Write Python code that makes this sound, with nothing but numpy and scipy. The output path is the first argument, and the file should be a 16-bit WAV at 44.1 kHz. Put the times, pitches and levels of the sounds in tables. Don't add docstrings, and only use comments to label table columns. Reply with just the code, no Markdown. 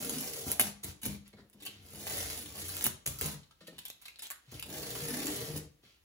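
import sys
import numpy as np
from scipy import signal
from scipy.fft import rfft, irfft
from scipy.io import wavfile
from scipy.ndimage import uniform_filter1d

SR = 44100
rng = np.random.default_rng(int(sys.argv[2]) if len(sys.argv) > 2 else 0)


def file_out(sig):
    cols = np.atleast_2d(sig).T
    lim = np.clip(cols, -1, 1)
    pcm = np.round(lim * 32767).astype(np.int16)
    wavfile.write(sys.argv[1], SR, pcm)


N = 266364
TIME = np.arange(N) / SR

# start_s, level_db
HAND_PACE = [
    [(0.0, -42), (0.148, -44), (0.204, -43), (0.21, -44.5), (0.242, -43.5), (0.474, -47), (0.48, -58),
     (0.49, -37)],
    [(1.72, -100), (1.82, -68), (1.856, -63.5), (2.075, -43), (2.188, -41.5), (2.236, -44.5),
     (2.392, -46.5), (2.438, -52.5), (2.51, -55.5), (2.58, -47), (2.75, -47), (2.835, -43.5)],
    [(4.65, -59), (4.716, -47.5), (5.28, -43), (5.468, -46.5), (5.54, -53), (5.566, -42.5), (5.626, -79),
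     (5.65, -62)],
]
# rasp_db, deep_modes_db, low_modes_db, middle_modes_db, high_modes_db, slack_s,
# boom_hz, boom_db, strip_first_hz, strip_last_hz, strip_db
PEELS = [(-6.5, -69, -57.5, -56.5, -49.5, 0.11, 230, -46, 370, 490, -16.5),
         (-3.5, -52.5, -57, -54, -55, 2.17, 610, -54.5, 2070, 1620, -17),
         (-2.5, -64, -50, -50, -47, 5.22, 264, -46, 1630, 1930, -11)]
# start_s, length_s, pace_db, rasp_db, drum_db, strip_hz, strip_db
TUGS = [(0.463, 0.21, -46, -16, -53.5, 710, 6), (0.596, 0.1, -37.5, -6.5, -51.5, 746, -10),
        (0.831, 0.084, -46, -2, -47.5, 1270, -42), (1.031, 0.13, -43.5, -3.5, -44.5, 2240, -6.5),
        (3.065, 0.12, -44.5, -8, -52, 1240, -6.5), (3.183, 0.021, -44.5, -11, -74, 1180, -5),
        (3.212, 0.13, -38.5, -1.5, -45.5, 1030, -4), (4.511, 0.14, -52, -3.5, -46.5, 1630, -9)]
# start_s, level_db, hold_s, thud_db
RIPS = [(0.465, -45, 0.0038, 9), (0.495, -35.5, 0.033, -32), (0.588, -37.5, 0.0047, -18),
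        (0.596, -26, 0.006, -15), (0.6, -29, 0.0049, -14), (0.6077, -31.5, 0.0034, -5),
        (0.83, -35, 0.0071, -19), (0.844, -39, 0.0071, -0.5), (1.013, -47.5, 0.018, -23),
        (1.029, -32.5, 0.007, -12), (1.052, -29, 0.0022, -14), (1.059, -30, 0.003, 3),
        (2.763, -32, 0.004, -14.5), (2.8395, -26.5, 0.0092, -25), (2.848, -32, 0.026, -9),
        (3.057, -32.5, 0.01, -13), (3.071, -30.5, 0.007, -7), (3.21, -36.5, 0.009, 0.5),
        (3.248, -33.5, 0.019, -10)]
# start_s, peak_db
CRACKS = [(0.21, -17), (0.454, -31), (0.482, -19), (0.5168, -4.5), (0.5959, -2.5), (0.598, 1.5),
          (0.6068, -6), (0.612, -6), (0.624, -12), (0.8443, -17.5), (1.0336, -24), (1.0558, -14),
          (1.0625, -10), (1.279, -35.5), (1.499, -40.5), (1.664, -21.5), (2.019, -28), (2.069, -16),
          (2.076, -24), (2.0916, -24), (2.109, -24), (2.172, -18), (2.182, -19.5), (2.2288, -17),
          (2.331, -20), (2.376, -20), (2.57, -27), (2.59, -34), (2.613, -25), (2.684, -21), (2.692, -19),
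          (2.735, -27), (2.768, -16.5), (2.81, -16), (2.826, -16), (2.8416, -4), (2.8575, -12), (2.866, -4),
          (3.0633, -10.5), (3.075, -9), (3.189, -26), (3.212, -7.5), (3.7905, -31), (3.8538, -22),
          (3.861, -25.5), (3.9014, -22.5), (4.0616, -36), (4.0828, -27), (4.193, -29.5), (4.222, -25),
          (4.2696, -25), (4.303, -20), (4.309, -31), (4.3175, -22.5), (4.5986, -20.5), (4.6282, -35),
          (5.269, -13), (5.359, -21)]
# top_s, level_db, rise_s, fall_s
RUSTLES = [(1.265, -56, 0.013, 0.027), (1.69, -54, 0.085, 0.13), (3.69, -60.5, 0.083, 0.19),
           (3.88, -67, 0.076, 0.056), (4.03, -57.5, 0.027, 0.052), (4.57, -52, 0.087, 0.037),
           (5.84, -59, 0.013, 0.12)]
# start_s, level_db, hold_s, fold_hz, ring_db, edge_db
CRINKLES = [(1.33, -55, 0.011, 2260, 5, -32), (1.369, -59.5, 0.041, 1790, 7.5, -32.5),
            (1.53, -61.5, 0.0065, 4930, 5, 3), (1.603, -51, 0.011, 4500, -2, -6),
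            (1.623, -48, 0.014, 3180, -1, 2), (1.652, -49, 0.017, 2950, 7, 10),
            (1.663, -40, 0.014, 2980, 8, -14), (3.432, -52.5, 0.009, 4100, 1, -23),
            (3.51, -51.5, 0.0048, 1340, 1, -21), (3.607, -52, 0.016, 1340, -1, -22),
            (3.67, -46, 0.012, 4200, -7, -3.5), (3.783, -40.5, 0.0093, 3200, -7, -2.5),
            (3.852, -48.5, 0.012, 3400, 14, 3), (3.882, -57.5, 0.0029, 3400, -1, 18),
            (3.901, -47.5, 0.0061, 3520, 14, 1), (4.016, -57.5, 0.013, 2300, 1, 8),
            (4.055, -40.5, 0.006, 3700, -2, -8), (4.082, -44, 0.0035, 2420, 12, -14),
            (4.159, -46, 0.002, 4000, 8, -19), (4.188, -51, 0.0017, 3020, 1.5, -1),
            (4.1931, -41.5, 0.0029, 3420, 6, -8), (4.1965, -42.5, 0.0017, 5000, 9, -15),
            (4.222, -43.5, 0.017, 3550, -8, 3), (4.244, -44, 0.022, 3230, 5, -9),
            (4.3035, -36.5, 0.0017, 3100, -1, -1), (4.309, -50.5, 0.0024, 1370, 16.5, 18),
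            (4.3153, -41, 0.0018, 1700, 12.5, -13), (4.596, -38.5, 0.0014, 2780, 5, -6),
            (4.626, -33, 0.0027, 2780, 4, -2)]
# start_s, swing_db, centre_hz, thud_db
BUMPS = [(.03, -49, 239, -72), (0.131, -43, 153, -75), (0.462, -48.5, 203, -42.5), (0.592, -34, 743, -68),
         (0.607, -46, 205, -62), (.648, -41, 198, -73), (0.843, -48.5, 197, -70), (.86, -45, 63, -71),
         (1.039, -40.5, 200, -64), (1.07, -42, 62, -65), (1.097, -37.5, 200, -56), (1.331, -56.5, 202, -56),
         (1.383, -58.5, 222, -56.5), (1.54, -55, 207, -59), (1.612, -52.5, 315, -63),
         (1.678, -59, 201, -58), (1.931, -47, 192, -49.5), (3.064, -42.5, 132, -62),
         (3.068, -41.5, 66, -63), (3.215, -50, 64.5, -50.5), (3.24, -34.5, 156, -59), (3.25, -48, 202, -67),
         (3.72, -62, 90, -54.5), (4.474, -53.5, 121, -69), (4.52, -52, 122, -50), (5.019, -38.5, 154, -70),
         (5.075, -41.5, 467, -66), (5.272, -32, 295, -61), (5.403, -38, 462, -50), (5.478, -37.5, 143, -45),
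         (5.535, -38.5, 140, -49), (5.551, -40.5, 300, -54), (5.831, -73, 186, -65.5)]
# start_s, level_db
KNOCKS = [(3.609, -58.5), (3.629, -61), (3.681, -49.5), (3.686, -58.5)]
# mode_hz, level_db, t60_s
BOARD_MODES = [(63, -14, 0.2), (91, -2.5, 0.29), (124.2, -4, 0.33), (152.7, 1.5, 0.28), (203, -2, 0.34),
               (238.4, -11, 0.16), (300, -2.5, 0.21), (349, -17, 0.46), (401, 3.5, 0.3), (454.8, -1, 0.48),
               (474, 8, 0.21), (611.3, 1.5, 0.2), (658, -6, 0.11), (710, -9.5, 0.12), (780, -9.5, 0.17)]
# mode_hz, level_db, t60_s
DESK_MODES = [(172.8, 0.5, 0.35), (208, -0.5, .2), (324, -3.5, 0.23), (497, 2, 0.095), (529, -1, 0.1),
              (630, -3, 0.089), (1295, -14, 0.12), (1441, -14, .14), (1830, 0, 0.082)]
# freq_hz, density_db
CRACKLE = [(600, -42), (2000, -4.5), (4500, -2), (6500, 5), (8300, 4), (10500, 7.5), (13000, 2.5),
           (15600, 5), (17000, -77.5)]
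# freq_hz, density_db
RASP = [(250, -1.5), (600, 0), (1150, -1.5), (1750, 0.5), (2400, -1), (3700, 3), (5000, 0.5), (8000, -22.5)]
# freq_hz, density_db
SNAP = [(300, -15.5), (1200, -14.5), (2500, -11), (5000, -12), (8000, -3), (11000, 0), (15500, -3),
        (17000, -62.5)]
# freq_hz, density_db
THUD = [(25, -25), (60, 5.5), (150, 7.5), (400, 2), (680, -5), (900, -13), (1300, -13.5), (2500, -40)]
# freq_hz, density_db
FOLD = [(150, -22), (600, -8), (1500, -7), (4000, 5.5), (6000, -9.5), (9000, -4.5), (15000, -41),
        (17000, -3)]
# freq_hz, density_db
AIR = [(20, 3), (50, 9.5), (120, -5.5), (300, -5.5), (800, -13.5), (3000, -14), (7000, -19.5), (15500, -17),
       (17000, -31)]
# freq_hz, t60_s
ROOM_DECAY = [(100, 0.47), (500, 0.42), (2000, 0.39), (6000, 0.37), (10000, 0.27), (16000, 0.15)]
# freq_hz, correlation
ALIKE = [(100, 0.88), (300, 0.62), (700, 0.05), (1500, 0.11), (4000, 0.012), (6500, 0.15), (8300, 1),
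         (11000, 0.29), (15500, 1)]
# freq_hz, difference_db
BALANCE = [(60, 2), (200, 2.5), (700, 3), (1700, 1.5), (2800, 0.5), (6000, -1.1), (9000, 0), (16000, 0)]
# freq_hz, lead_rad
LEAD = [(0, 0), (1100, .4), (3800, 3.0), (16500, -13.3)]

GRIP_S, SURGE_DB = .005, 1.4
JERKS_PER_S, JERK_SPREAD_DB, JERK_S = 105, 3.2, .0007
USUAL_PACE_DB = -44.5
RASP_LAW, MODES_LAW = 0.85, [0.29, 0.27, 0.26, 0.65]
TUG_SAG_DB_PER_S, TUG_MODES_DB = 120.5, [-4.5, -2, -8, -11]
SLACK_S, SLACK_Q, SLACK_RASP_DB, SLACK_STRIP_DB = 0.14, 2.57, 2, 6.5
DRUM_RISE_S, DRUM_FADE_S = 0.011, 0.041
FAMILY_EDGES_HZ = [52, 108, 175, 330, 830]
WANDER, WANDER_HZ = .014, 2.3
SNAP_S, FOLD_HZ = 0.00016, 2630
FOLD_WIDTH_HZ, TICK_DB = 750, 20
SWING_RISE_S, SWING_LOSS_DB = 0.016, 53
NEAR_BOOST = 1.6
EDGE_HZ = 16300


def pulling():
    tape, sheet = np.zeros((2, N))
    t = TIME[:SR * 3 // 2]
    for curve, peel in zip(HAND_PACE, PEELS):
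        rasp_db, *modes_db, slack_s, boom_hz, boom_db, first_hz, last_hz, strip_db = peel
        at_s, at_db = np.transpose(curve)
        s, length_s = at_s[0], at_s[-1] - at_s[0]
        pace_db = np.interp(s + t, at_s, at_db)
        slack = np.exp(-((s + t - slack_s) / SLACK_S) ** 2)
        strip_hz = np.interp(t, [0, length_s], [first_hz, last_hz])
        slack_rasp_db = rasp_db + SLACK_RASP_DB * slack
        slack_strip_db = strip_db + SLACK_STRIP_DB * slack
        add(tape, s, peeling(t, length_s, pace_db, slack_rasp_db, strip_hz, slack_strip_db))
        drum = drumming(t, length_s, pace_db, modes_db)
        boom = amp(boom_db) * slack * booming(boom_hz, size=len(t))
        add(sheet, s, drum + boom)
    t = TIME[:SR // 3]
    for s, length_s, start_db, rasp_db, drum_db, strip_hz, strip_db in TUGS:
        pace_db = start_db - TUG_SAG_DB_PER_S * t
        add(tape, s, peeling(t, length_s, pace_db, rasp_db, strip_hz, strip_db))
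        add(sheet, s, drumming(t, length_s, pace_db, drum_db + np.array(TUG_MODES_DB)))
    return tape, sheet


def peeling(t, length_s, pace_db, rasp_db, strip_hz, strip_db):
    size = len(t)
    slips = decay(abs(grains(per_s=460, spread_db=1, size=size)), 0.00049)
    clumps = .55 + .55 * unit(slips) + jerking(size)
    threads = steady(grains(per_s=12000, spread_db=2.5, size=size) * clumps, 0.04)
    fibres = steady(grains(per_s=3400, spread_db=2.5, size=size) * clumps, 0.051)
    surge = uniform_filter1d(rng.standard_normal(size), SR // 150)
    surge = unit(uniform_filter1d(surge, SR // 200))
    grip = gate(t, length_s, GRIP_S, GRIP_S) * amp(SURGE_DB * surge)
    level = amp(pace_db) * grip
    papery = amp(USUAL_PACE_DB + RASP_LAW * (pace_db - USUAL_PACE_DB)) * grip
    crackle = amp(2.5) * colour(threads * level, CRACKLE)
    pops = amp(-5.0) * colour(grains(per_s=80, spread_db=4.5, size=size) * level, SNAP)
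    rasp = amp(-0.38) * colour(fibres * papery * amp(rasp_db), RASP)
    taut = amp(13.0) * resonate(fibres * level * amp(strip_db), strip_hz, width_hz=150)
    return crackle + pops + rasp + taut


def jerking(size):
    count = int(2 * JERKS_PER_S * size / SR)
    at = (np.cumsum(rng.gamma(2, .5, count)) * SR / JERKS_PER_S).astype(int)
    heights = amp(JERK_SPREAD_DB * rng.standard_normal(count))
    pulses = np.bincount(at, heights, size)[:size]
    return unit(decay(pulses, JERK_S))


def drumming(t, length_s, pace_db, modes_db):
    push = grains(per_s=900, spread_db=0.5, size=len(t))
    total = 0
    for k in range(4):
        family = steady(board(push, FAMILY_EDGES_HZ[k], FAMILY_EDGES_HZ[k + 1]), 0.046)
        total = total + family * amp(modes_db[k] + MODES_LAW[k] * (pace_db - USUAL_PACE_DB))
    return amp(-4.5) * total * gate(t, length_s, DRUM_RISE_S, DRUM_FADE_S)


def board(push, lo_hz, hi_hz):
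    t = TIME[:SR // 2]
    ring = sum(amp(db - 60 * t / t60_s) * np.sin(2 * np.pi * hz * t)
               for hz, db, t60_s in BOARD_MODES if lo_hz < hz < hi_hz)
    band = signal.butter(3, [lo_hz, hi_hz], "band", fs=SR, output="sos")
    thud = signal.sosfilt(band, push)
    now = TIME[:len(push)]
    wander = np.sin(2 * np.pi * (WANDER_HZ * now + rng.random()))
    bent = now + WANDER * wander / (2 * np.pi * WANDER_HZ)
    ringing = signal.oaconvolve(push, ring)[:len(push)]
    return unit(np.interp(bent, now, ringing)) + amp(-6.5) * unit(thud)


def booming(boom_hz, size):
    push = grains(per_s=160, spread_db=3.0, size=size)
    width_hz = boom_hz / SLACK_Q
    pitch_hz = boom_hz * (1 + .08 * np.sin(2 * np.pi * (5 * TIME[:size] + rng.random())))
    return steady(resonate(resonate(push, pitch_hz, width_hz), pitch_hz, width_hz), 0.047)


def ripping():
    train = steady(grains(per_s=12000, spread_db=7.5), 0.025)
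    out = np.zeros(N)
    for s, level_db, hold_s, thud_db in RIPS:
        run = amp(level_db) * burst(train, s, hold_s, rise_s=0.0032, release_s=0.0013)
        snaps = colour(run, CRACKLE)
        rasp = amp(-6.5) * colour(run, RASP)
        thud = amp(thud_db) * colour(run, THUD)
        add(out, s, snaps + rasp + thud)
    return out


def cracking():
    t = TIME[:SR // 100]
    out = np.zeros(N)
    for s, peak_db in CRACKS:
        avalanche = t / SNAP_S * np.exp(1 - t / SNAP_S) + amp(-31) * np.exp(-t / 0.00093)
        splinters = rng.choice([-1, 1], len(t)) * avalanche
        ping_hz = FOLD_HZ * 2 ** rng.uniform(-0.67, 0.61)
        ping = resonate(splinters, ping_hz, width_hz=800)
        crack = colour(splinters, SNAP) + amp(-8) * ping
        add(out, s, amp(peak_db - 1.0) * crack / abs(crack).max())
    return out


def crinkling():
    train = steady(grains(per_s=800, spread_db=3.0), 0.0041)
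    swells = 0
    for top_s, level_db, rise_s, fall_s in RUSTLES:
        spread_s = np.where(TIME < top_s, rise_s, fall_s)
        swells = swells + amp(level_db) * np.exp(-((TIME - top_s) / spread_s) ** 2)
    rustle = steady(grains(per_s=820, spread_db=1.5), 0.021) * swells
    out = amp(-14.5) * colour(rustle, FOLD) + amp(6.0) * resonate(rustle, 2900, width_hz=2060)
    for s, level_db, hold_s, fold_hz, ring_db, edge_db in CRINKLES:
        run = amp(level_db) * burst(train, s, hold_s, rise_s=0.00051, release_s=0.00027)
        run[0] += amp(level_db + TICK_DB)
        ring = resonate(resonate(run, fold_hz, FOLD_WIDTH_HZ), fold_hz, FOLD_WIDTH_HZ)
        body = amp(-0.5) * colour(run, FOLD)
        edge = amp(edge_db) * colour(run, SNAP)
        add(out, s, body + amp(ring_db + 5.0) * ring + edge)
    return out


def bumping():
    train = grains(per_s=1500, spread_db=-1.0)
    out, t = np.zeros(N), TIME[:SR // 2]
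    mode_hz, mode_db, t60_s = np.transpose(BOARD_MODES)[:, :, None]
    for s, swing_db, centre_hz, thud_db in BUMPS:
        shares = amp(mode_db - SWING_LOSS_DB * abs(np.log2(mode_hz / centre_hz)))
        shares = shares / np.linalg.norm(shares)
        modes = shares * amp(-60 * t / t60_s) * np.sin(2 * np.pi * mode_hz * (s + t))
        add(out, s, amp(swing_db + 5.0) * (1 - np.exp(-t / SWING_RISE_S)) * modes.sum(0))
        push = burst(train, s, 0.0023, rise_s=0.0014, release_s=0.049)
        add(out, s, amp(thud_db) * colour(push, THUD))
    return out


def knocking():
    t, out = TIME[:SR // 3], np.zeros(N)
    for s, level_db in KNOCKS:
        ring = sum(amp(db - 60 * t / t60_s) * np.sin(2 * np.pi * (hz * t + rng.random()))
                   for hz, db, t60_s in DESK_MODES)
        add(out, s, amp(level_db) * (1 - np.exp(-t / 0.0016)) * ring)
    return out


def travelling(x, turn_s, count):
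    away = (TIME / turn_s - np.arange(count)[:, None] + count / 2) % count - count / 2
    shares = np.cos(np.pi / 2 * np.clip(away, -1, 1))
    return diffuse(sum(room(x * share, rise_s=0.00031) for share in shares))


def room(x, rise_s):
    t = TIME[:SR * 3 // 4]
    taps = rng.standard_normal((2, len(t))) * (rng.random((2, len(t))) < 6000 / SR)
    taps *= np.clip(t / rise_s, 0, 1)
    taps *= 1 + NEAR_BOOST * np.exp(-t / 0.012)
    hz, at_s, bins = signal.stft(taps, SR, nperseg=256)
    fall = amp(-60 * at_s / read(ROOM_DECAY, hz)[:, None])
    tail = signal.istft(bins * fall, SR, nperseg=256)[1]
    tail = tail / np.linalg.norm(tail, axis=1, keepdims=True)
    return signal.fftconvolve(x[None], tail, axes=1)[:, :N]


def room_air():
    return diffuse(np.array([colour(noise, AIR) for noise in rng.standard_normal((2, N))]))


def diffuse(pair):
    a, b = rfft(pair)
    alike = np.clip(read(ALIKE, np.fft.rfftfreq(pair.shape[1], 1 / SR)), -1, 1)
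    return irfft([a, alike * a + np.sqrt(1 - alike ** 2) * b], pair.shape[1])


def grains(per_s, spread_db, size=N):
    height = amp(spread_db * np.minimum(rng.exponential(1, size), 4.5))
    return unit(height * rng.choice([-1, 1], size) * (rng.random(size) < per_s / SR))


def burst(train, s, hold_s, rise_s, release_s):
    part = train[round(s * SR):][:SR // 5]
    t = TIME[:len(part)]
    return part * (1 - np.exp(-t / rise_s)) * np.exp(-np.maximum(t - hold_s, 0) / release_s)


def gate(t, length_s, rise_s, fade_s):
    return np.clip(t / rise_s, 0, 1) * np.clip(1 + (length_s - t) / fade_s, 0, 1)


def decay(x, time_s):
    return signal.lfilter([1], [1, -np.exp(-1 / (time_s * SR))], x)


def resonate(x, hz, width_hz):
    turn = np.exp(2j * np.pi * np.cumsum(hz * np.ones(len(x))) / SR)
    r = np.exp(-np.pi * width_hz / SR)
    return 2 * (turn * signal.lfilter([1 - r], [1, -r], x / turn + 1e-18)).real


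def click(spectrum, size=2048):
    log_gain = np.log(amp(read(spectrum, abs(np.fft.fftfreq(size, 1 / SR)))))
    h = np.fft.ifft(np.exp(np.conj(signal.hilbert(log_gain)))).real[:size // 2]
    return h / np.linalg.norm(h)


def colour(x, spectrum):
    return signal.oaconvolve(x, click(spectrum))[:len(x)]


def read(points, hz):
    f, value = np.transpose(points)
    return np.interp(np.log(hz + 1), np.log(f + 1), value)


def amp(db):
    return 10 ** (np.asarray(db) / 20)


def unit(x):
    return x / np.sqrt(np.mean(x ** 2) + 1e-20)


def steady(x, seconds):
    return x / np.sqrt(abs(uniform_filter1d(x ** 2, max(int(seconds * SR), 2))) + 1e-12)


def add(mix, s, sound):
    part = mix[max(round(s * SR), 0):][:len(sound)]
    part += sound[:len(part)]


def scene():
    peel, drum = pulling()
    rips = ripping()
    cracks = cracking()
    strip = crinkling()
    bumps = bumping() + knocking()
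    direct = amp(-7.0) * peel + amp(-7.0) * rips + amp(-4.0) * cracks
    direct = direct + amp(-8.5) * strip + drum + bumps
    sent = amp(-1.5) * peel + amp(-2.0) * rips + amp(-7.0) * cracks
    sent = sent + amp(-2.5) * drum + amp(-6.5) * strip + amp(-13) * bumps
    air = room_air()
    return direct + travelling(sent, turn_s=.09, count=5) + amp(-71.5) * air


def record(dry):
    hz = np.fft.rfftfreq(N, 1 / SR)
    phase = np.interp(hz, *np.transpose(LEAD))
    lean = amp(read(BALANCE, hz) / 2)
    ports = irfft(rfft(dry) * np.array([lean * np.exp(1j * phase), 1 / lean]), N)
    ports = signal.sosfilt(signal.butter(7, 44, "high", fs=SR, output="sos"), ports)
    low_pass = signal.firwin(255, EDGE_HZ, window=("kaiser", 8), fs=SR)
    return signal.oaconvolve(ports, low_pass[None], "same")


dry = scene()
out = record(dry)
file_out(out)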